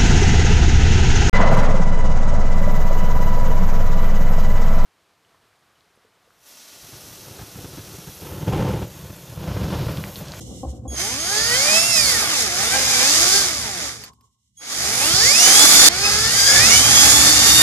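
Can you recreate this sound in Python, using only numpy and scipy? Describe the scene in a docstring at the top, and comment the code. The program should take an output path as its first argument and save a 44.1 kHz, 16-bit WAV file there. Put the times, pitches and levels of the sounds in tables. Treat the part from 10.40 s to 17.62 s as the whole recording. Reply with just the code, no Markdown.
"""Scuffs, soft knocks and a low rumble come first, then a cordless drill bores into cast metal on a steel bench.
The drill runs in four stretches, with a pause after the second; a hard cut at 5.49 s jumps from full speed
to a slower run already under way. Motor and gears are sine tones tied to the shaft angle; hiss, rasp and fan air
are filtered noise. The controller whine is gliding sine tones, the rumble is noise through three low resonances,
and ticks, knocks and thumps are short bursts. All of it reaches a close two-port microphone."""
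import sys
import numpy as np
from scipy import signal
from scipy.fft import rfft, irfft, next_fast_len
from scipy.io import wavfile
from scipy.ndimage import uniform_filter1d

SR = 44100
rng = np.random.default_rng(int(sys.argv[2]) if len(sys.argv) > 2 else 0)


def int16_out(signal):
    """Quantize to a 16-bit WAV file."""
    q = np.round(np.clip(np.atleast_2d(signal).T, -1, 1) * 32767)
    wavfile.write(sys.argv[1], SR, q.astype(np.int16))


def volts_from_decibels(level):
    """Turn decibel levels (scalar or array-like) into linear amplitude factors."""
    exponent = np.asarray(level, float) / 20
    return 10 ** exponent


N = 318402  # length in samples
TIME = np.arange(N) / SR  # seconds


def level(x, db):
    """Scale a sound to a given rms level in dB."""
    return x * volts_from_decibels(db) / np.sqrt(np.mean(x ** 2))


def table_db(points, hz):
    """Read a (frequency [Hz], level [dB]) table, with straight lines on a log-frequency axis."""
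    f, db = np.transpose(points)
    return np.interp(np.log(hz + 1), np.log(f), db)


def shape(x, response):
    """Filter a sound by a response given as a function of frequency in Hz."""
    size = next_fast_len(x.shape[-1] + SR // 8)
    hz = np.arange(size // 2 + 1) * SR / size
    return irfft(rfft(x, size) * response(hz), size)[..., :x.shape[-1]]


def coloured(points):
    """Turn a table of levels over frequency into a filter response."""
    return lambda hz: volts_from_decibels(table_db(points, hz))


def band(lo_hz, hi_hz, order=3):
    """Response that passes one band and falls off on both sides, more steeply at a higher order."""
    def response(hz):
        below = 1 + (lo_hz / (hz + 1)) ** (2 * order)
        above = 1 + (hz / hi_hz) ** (2 * order)
        return 1 / np.sqrt(below * above)
    return response


def walk(rate, size):
    """Smooth random wandering about 0: random values held for 1 / rate seconds, then smoothed twice."""
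    k = int(SR / rate)
    steps = np.repeat(rng.standard_normal(size // k + 1), k)
    return 1.5 * uniform_filter1d(uniform_filter1d(steps, k), k)[:size]


def played(rows):
    """Find the samples that a timed table covers and draw its columns out to one value per sample."""
    s, *columns = np.transpose(rows)
    span = slice(int(s[0] * SR), min(int(s[-1] * SR), N))
    return span, [np.interp(TIME[span], s, c) for c in columns]


def fading(t, t60):
    """Ringing dies away exponentially, by 60 dB in t60 seconds."""
    return np.exp(-np.log(1000) * t / t60)


# Loudness difference between the ports: (frequency [Hz], left minus right [dB])
BALANCE = [(60, 0), (110, -1), (200, 0.5), (380, 1.5), (700, 3), (1290, -1.5), (2370, -4.5), (4380, 0),
           (8080, -4), (14900, -15.5)]
# Scattered sound compared with direct sound: (frequency [Hz], level [dB])
REFLECTED = [(60, -13.5), (300, -4), (1000, -5), (3000, 2), (6000, 8.5), (12000, 13.5)]


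def ports(x):
    """Direct sound (row 0) reaches the right port later; each port adds its own scattered sound (rows 1, 2)."""
    lag_s = 0.00012
    side = np.array([[1], [-1]])  # left, right
    scattered = shape(x[1:], coloured(REFLECTED))
    # half the lag forward on the left, half back on the right
    direct = shape(x[:1], lambda hz: np.exp(1j * np.pi * side * hz * lag_s))

    def balance(hz):
        both_paths = np.sqrt(1 + volts_from_decibels(table_db(REFLECTED, hz)) ** 2)  # evens out the added power
        return volts_from_decibels(side * table_db(BALANCE, hz) / 2) / both_paths
    return shape(direct + scattered, balance)


# While the motor rests, one table per stretch: (time [s], scuffing on the bench [dB], faint hiss [dB])
REST = [
    [(0.0, -46, -40), (0.3, -38, -47), (0.36, -47, -53), (0.44, -42, -70), (0.49, -41, -77),
     (0.56, -37, -46)],
    [(3.66, -43, -45), (3.712, -58, -62), (3.79, -65, -71), (4.142, -99, -74), (4.19, -76, -59),
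     (4.22, -36, -59)],
]
# Colour of the scuffing, one table per stretch: (frequency [Hz], level [dB per Hz])
SCUFF = [
    [(100, -39.5), (170, -10), (328, 0), (418, -13.5), (514, -1), (609, -18.5), (748, -9.5), (878, -25),
     (1070, -24), (1600, -40), (2080, -92), (3520, -120)],
    [(100, -42), (170, -21), (347, -15), (399, -2), (491, -15), (694, -17), (982, -2), (1090, 10),
     (1210, -17), (1600, -28), (2080, -62), (3520, -120)],
]
# Colour of the faint hiss: (frequency [Hz], level [dB per Hz])
FAINT = [(940, -73), (1600, -51), (1990, -9), (2640, -23), (2850, -1.5), (4500, -4), (4700, -15),
         (5180, 0.5), (7620, 1), (13000, -18.5)]


def rest():
    """Dull scuffing and a faint hiss while the motor rests: coloured noise with a wandering level."""
    out = np.zeros((3, N))
    for rows, colour in zip(REST, SCUFF):
        span, (scuff_db, faint_db) = played(rows)
        size = len(scuff_db)
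        for points, db in ((colour, scuff_db), (FAINT, faint_db)):
            noise = level(shape(rng.standard_normal((3, size)), coloured(points)), 0)
            fade = signal.windows.tukey(size, .05)
            out[:, span] += noise * volts_from_decibels(db + 3.6 * walk(34.3, size)) * fade
    return out


# Loudness of the bench rumble: (time [s], level [dB])
RUMBLE = [(0.0, -36.5), (0.32, -38), (0.55, -39), (0.86, -42), (1.11, -36), (1.35, -43), (1.63, -34),
          (1.75, -40), (3.24, -38.5), (3.6, -47.5), (4.0, -76.5), (4.34, -55), (4.4, -40.5), (4.87, -33.5),
          (4.95, -44.5), (5.79, -32), (6.11, -38), (6.15, -28), (7.06, -29), (7.22, -26)]
# Resonances of the bench: (frequency [Hz], width [Hz], level [dB])
BENCH = [(70.3, 10, 3.5), (113.6, 13, 2), (197, 280, -8)]


def bench():
    """The sheet-steel bench booms: noise rings through three low resonances."""
    def modes(hz):
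        ringing = sum(volts_from_decibels(db) / (1 + 2j * (hz - f) / width) for f, width, db in BENCH)
        return ringing * band(57, 260, order=8)(hz)
    s, db = np.transpose(RUMBLE)
    boom = level(shape(rng.standard_normal((3, N)), modes), 0)
    return boom * volts_from_decibels(np.interp(TIME, s, db))


# The hand shifts the drill: (time [s], peak level [dB], frequency [Hz], rise time [s])
THUMPS = [(0.255, -24.5, 65, 0.03), (0.393, -31.5, 97.4, 0.0074), (0.46, -26, 67, 0.033),
          (4.735, -21.5, 124, 0.0073)]


def thumps():
    """Low thumps in the bench: one sine each, which swells to its peak and dies away."""
    out = np.zeros(N)
    for s, db, hz, rise in THUMPS:
        t = np.maximum(TIME - s, 0)
        swell = (t / rise * np.exp(1 - t / rise)) ** 2
        out += volts_from_decibels(db) * np.sin(2 * np.pi * hz * t) * swell
    return out


# The drill is set against the housing: (time [s], level [dB], time to fade by 60 dB [s])
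KNOCKS = [(0.23, -28.5, 0.13), (0.451, -35.5, 0.099)]
# Tones of the struck housing: (frequency [Hz], level [dB])
KNOCK_MODES = [(260, 5), (520, 1.5), (770, 3), (1060, -7)]


def knocks():
    """Soft knocks: the housing rings in a few tones, roughened by a scraping contact."""
    out, t = np.zeros(N), np.arange(SR // 10) / SR
    ring = sum(volts_from_decibels(db) * np.sin(2 * np.pi * hz * t) for hz, db in KNOCK_MODES) / 2
    soft_start = np.minimum(t / .004, 1)
    ring = ring * soft_start * (1 + walk(300, len(t)))
    for s, db, t60 in KNOCKS:
        start = int(s * SR)
        out[start:start + len(t)] += volts_from_decibels(db) * ring * fading(t, t60)
    return out


# Ticks of the trigger: (time [s], level [dB], frequency [Hz], time to fade by 60 dB [s])
TICKS = [(3.6373, -31.5, 4560, 0.057), (3.7335, -53.5, 4800, 0.027), (3.8094, -56, 5100, 0.035)]


def ticks():
    """Trigger ticks: a high tone mixed with noise, which dies away fast."""
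    out, t = np.zeros(N), np.arange(SR // 10) / SR
    for s, db, hz, t60 in TICKS:
        crack = np.sin(2 * np.pi * hz * t) + 0.75 * rng.standard_normal(len(t))
        start = int(s * SR)
        out[start:start + len(t)] += volts_from_decibels(db) * crack * fading(t, t60)
    return out


# Speed controller, pitch of its second harmonic and level before the harmonics are weighed:
# (start time [s], end time [s], start pitch [Hz], end pitch [Hz], start level [dB], end level [dB])
WHINE = [(0.477, 0.559, 6660, 6480, -41, -32.5), (0.564, 0.753, 6280, 6200, -28.5, -34),
         (0.781, 1.104, 6400, 6460, -31, -29.5), (2.076, 2.134, 6200, 6170, -30, -45),
         (4.167, 4.38, 6580, 6540, -45.5, -37)]
# Weights of harmonics 1 to 4: (level [dB])
WHINE_HARMONICS = [-10.5, 5, -6, -20.5]


def whine():
    """The switching controller makes the windings sing at a nearly fixed pitch with four harmonics."""
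    out = np.zeros(N)
    for s0, s1, hz0, hz1, db0, db1 in WHINE:
        span, (hz, db) = played([(s0, hz0, db0), (s1, hz1, db1)])
        phase = np.pi * np.cumsum(hz) / SR  # first harmonic, half the listed pitch
        tone = sum(volts_from_decibels(k_db) * np.sin(k * phase) for k, k_db in enumerate(WHINE_HARMONICS, 1))
        out[span] = tone * volts_from_decibels(db) * signal.windows.tukey(len(hz), .09)
    return out


def song(turn, octaves, table, per_turn, slip_rad, flicker_db):
    """Tones at multiples of the shaft angle (rad) that swell, flicker and slip a little in phase."""
    swell_db, drift_rad = 1.5, .7
    paths = np.array([[1.4], [.9], [.9]])  # direct, then scattered at each port: less scatter than the noise
    size, out = len(turn), 0
    for k, db, slope in table:
        loudness = db + slope * np.maximum(octaves, -.6)
        loudness = loudness + swell_db * walk(5, size) + flicker_db * walk(45, size)
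        drift = drift_rad * np.array([walk(3, size) for _ in paths])
        phase = k * per_turn * turn + slip_rad * walk(110, size) + drift
        out = out + volts_from_decibels(loudness) * paths * np.sin(phase)
    return out


STALL_HZ = 62  # shaft speed around and below which the tones die away

# Motor tones, level at mid speed against the noise before the shell:
# (multiple of shaft speed, level [dB], change [dB per octave of speed])
MOTOR = [(1, -21, 0), (3, -15, -4), (4, -25, 0), (6, -17, -6), (9, -23, -5), (12, -9, 1), (15, -23, 5),
         (18, -29, 0), (21, -24, 1), (24, -17, 3), (27, -18, 0), (30, -21, 0), (33, -18, -1), (36, -20, 2),
         (38, -27, 2), (39, -22, 2), (40, -29, 1), (42, -24, 1), (44, -28, 1), (45, -24, 0), (46, -29, 1),
         (48, -25, 0)]
# How well the shell radiates the motor tones: (frequency [Hz], level [dB])
RADIATES = [(150, -1), (600, 0), (800, 0), (1050, -7), (1400, -5), (1800, 1), (2400, 2), (2800, 3),
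            (3200, 0), (3600, -2), (4000, -1), (4500, 9), (5200, 6), (6000, 0), (7000, 8), (7800, 2),
            (9500, 1), (11500, 9)]


def motor_tones(turn, octaves, hz, db):
    """The motor sings at whole multiples of the shaft speed and fades out towards a stall."""
    poles = song(turn, octaves, MOTOR, 1, slip_rad=.3, flicker_db=2) * volts_from_decibels(db)
    return shape(poles / (1 + (STALL_HZ / hz) ** 4), coloured(RADIATES))


# Gear tones, level at mid speed against the noise before the shell:
# (multiple of the tooth rate, level [dB], change [dB per octave of speed])
GEAR = [(1, -14, 2), (2, -14, 0), (3, -14, -2), (4, -17, -1), (5, -20, 0)]
# How well the gear case radiates the tooth tones: (frequency [Hz], level [dB])
GEAR_RADIATES = [(700, -6), (1200, -3), (1600, -4), (2000, -4), (2500, -1), (3200, 0), (3800, -4),
                 (4800, 2), (5800, -4), (6900, 3), (8000, -3), (11500, 0)]


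def gear_tones(turn, octaves, hz, db):
    """Gear teeth sing at multiples of the rate at which they meet, more roughly than the motor."""
    teeth_per_turn = 28 / 3
    teeth = song(turn, octaves, GEAR, teeth_per_turn, slip_rad=1.1, flicker_db=3) * volts_from_decibels(db)
    return shape(teeth / (1 + (STALL_HZ / hz) ** 4), coloured(GEAR_RADIATES))


def beaten_noise(turn):
    """Teeth and brushes catch harder once a turn and once a commutator bar, so the noise pulses."""
    beat = 1 + 0.065 * np.cos(turn) + 0.047 * np.cos(3 * turn)
    beat = beat * volts_from_decibels(0.88 * walk(700, len(turn)))
    return level(rng.standard_normal((3, len(turn))) * beat, 0)


# Broad colour of the plastic shell: (frequency [Hz], level [dB per Hz])
CASING = [(88, -43.5), (150, -11), (293, -7.5), (348, -8.5), (775, -7.5), (956, -12.5), (1160, -4.5),
          (2170, -4.5), (2790, -12), (3500, -4.5), (4080, -6), (6840, 3.5), (7670, -0.5), (10800, -6.5),
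          (14400, -6)]
# Resonances of the shell: (frequency [Hz], width [Hz], level [dB])
SHELL = [(824, 120, 4.5), (1170, 19, 3), (2260, 100, 1.5), (3360, 120, -3.5), (4920, 880, 4.5),
         (6700, 270, -0.5)]


def casing(hz):
    """The plastic shell colours all that passes through: a broad curve and a few resonances."""
    lift = sum(db / (1 + (2 * (hz - f) / width) ** 2) for f, width, db in SHELL)
    return volts_from_decibels(table_db(CASING, hz) + lift)


def motor(hz, hiss_db, motor_db, gear_db):
    """Tones and pulsing noise pass the shell; three bands of them become cutting rasp, gear hiss and fan air."""
    mid_speed_hz, mid_hiss_db = 150, -20
    size, octaves = len(hz), np.log2(hz / mid_speed_hz)
    turn = 2 * np.pi * np.cumsum(hz * (1 + .0008 * walk(60, size))) / SR  # shaft angle, slightly unsteady
    tones = motor_tones(turn, octaves, hz, motor_db) + gear_tones(turn, octaves, hz, gear_db)
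    sound = shape(beaten_noise(turn) + tones, casing)

    rasp_db = -6.5 - 0.18 * (hiss_db - mid_hiss_db)  # against the hiss; grows more slowly than it
    rasp = level(shape(sound, band(160, 3370, order=5)), 0)
    rasp = rasp * volts_from_decibels(rasp_db + walk(20.07, size))

    hiss = level(shape(sound, band(3110, 7020, order=5)), 0)
    hiss = hiss * volts_from_decibels(walk(12.0, size))

    air_db = -10.5 + 0.4 * octaves  # against the hiss; rises with speed
    air = level(shape(sound, band(9500, 10900, order=8)), 0)
    air = air * volts_from_decibels(air_db + 1.2 * walk(9.3, size))

    waver_db = 0.62 * walk(17.92, size)  # the level wavers under the hand
    return (rasp + hiss + air) * volts_from_decibels(hiss_db + waver_db)


# One table per stretch of running; the fourth begins at a hard cut, with the motor already turning:
# (time [s], shaft speed [Hz], gear hiss [dB], motor tones [dB], gear tones [dB])
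RUNS = [
    [(0.5, 41.65, -54, -6, -13.5), (0.6, 56.56, -25, 4, -6.5), (0.765, 91.97, -26, 0, -2),
     (0.928, 137.3, -22, -2, -8), (1.132, 161.6, -19.5, 1, 0.5), (1.254, 194.6, -17.5, -3.5, -7),
     (1.377, 218.6, -17.5, 2.5, -6), (1.478, 228.4, -17.5, -3.5, -9.5), (1.54, 220.5, -19, 2, 2.5),
     (1.703, 172.1, -17.5, -5, -4.5), (1.907, 107.4, -20, -8.5, -2), (2.01, 78.6, -18, -3, 1),
     (2.09, 61.4, -24.5, 2.5, -3.5)],
    [(2.09, 55.8, -25.5, 4.5, 1.5), (2.18, 62.5, -20.5, -3, -0.5), (2.355, 86, -21, -5, 3),
     (2.416, 88.3, -19, -5, -4.5), (2.5, 86.5, -19.5, -6, 2.5), (2.599, 81.5, -18, -3, 0),
     (2.783, 106.8, -16.5, -9, -1.5), (2.966, 134.2, -18, -1, -13.5), (3.027, 129.5, -20.5, -9, -13.5),
     (3.292, 68, -29.5, -1, -6.5), (3.47, 45, -29, 1.5, 2), (3.62, 35, -43.5, 13, -1),
     (3.69, 21, -51.5, 0, -10.5), (3.72, 8.2, -84, -3.5, -10.5)],
    [(4.17, 22.33, -89, -3, -4), (4.22, 26.85, -43, -5, 4), (4.314, 41.97, -27.5, -4.5, -2),
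     (4.602, 86, -19, -3, -2.5), (4.787, 130.3, -17.5, -0.5, -4.5), (4.931, 200.6, -15, -0.5, -5.5),
     (5.014, 237.7, -13.5, -1, -10), (5.117, 263.2, -11, -3.5, -9), (5.219, 286.5, -10, -1, -16),
     (5.302, 293.5, -10.5, -4, -16.5), (5.482, 297.6, -10, 0, -10), (5.487, 306, -10, 6.5, -10)],
    [(5.489, 109.9, -27.5, 0, 4.5), (5.591, 129.8, -21, -2.5, -5.5), (5.66, 136.5, -19.5, -3, 10.5),
     (5.713, 135.9, -18.5, -2, -3.5), (5.876, 148.8, -18.5, -0.5, 0), (5.978, 170.7, -15.5, -8.5, -1),
     (6.05, 174.3, -13, -8, 5.5), (6.181, 186.1, -10, -8, 0.5), (6.304, 233.9, -11.5, -2, -3.5),
     (6.426, 260.7, -12, -3, -0.5), (6.528, 273, -11, -6.5, -4.5), (6.629, 275.4, -11, -2, -0.5),
     (6.833, 294.8, -10.5, -1.5, -12), (7.016, 303, -11, -2, -6), (7.22, 305.3, -11.5, 2, -0.5)],
]


def drill():
    """Each stretch of running takes the motor through its own course of speed and levels."""
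    out = np.zeros((2, N))
    for rows in RUNS:
        span, controls = played(rows)
        out[:, span] += ports(motor(*controls))
    return out


def scene():
    """Pauses, bench, handling sounds, controller and drill add up at the two ports."""
    taps = thumps() + knocks() + ticks()
    return ports(rest() + bench() + taps + whine()) + drill()


def low_pass(x):
    """Removes everything above the highest recorded frequency."""
    return signal.sosfilt(signal.butter(12, 15520, fs=SR, output="sos"), x)


def record(dry):
    """A steep filter cuts the top, and any peaks beyond full scale clip."""
    top_hz = 14400
    steep = signal.ellip(8, .3, 60, top_hz, fs=SR, output="sos")
    mix = np.clip(signal.sosfilt(steep, dry), -1, 1)
    return low_pass(mix)


dry = scene()
out = record(dry)
int16_out(out)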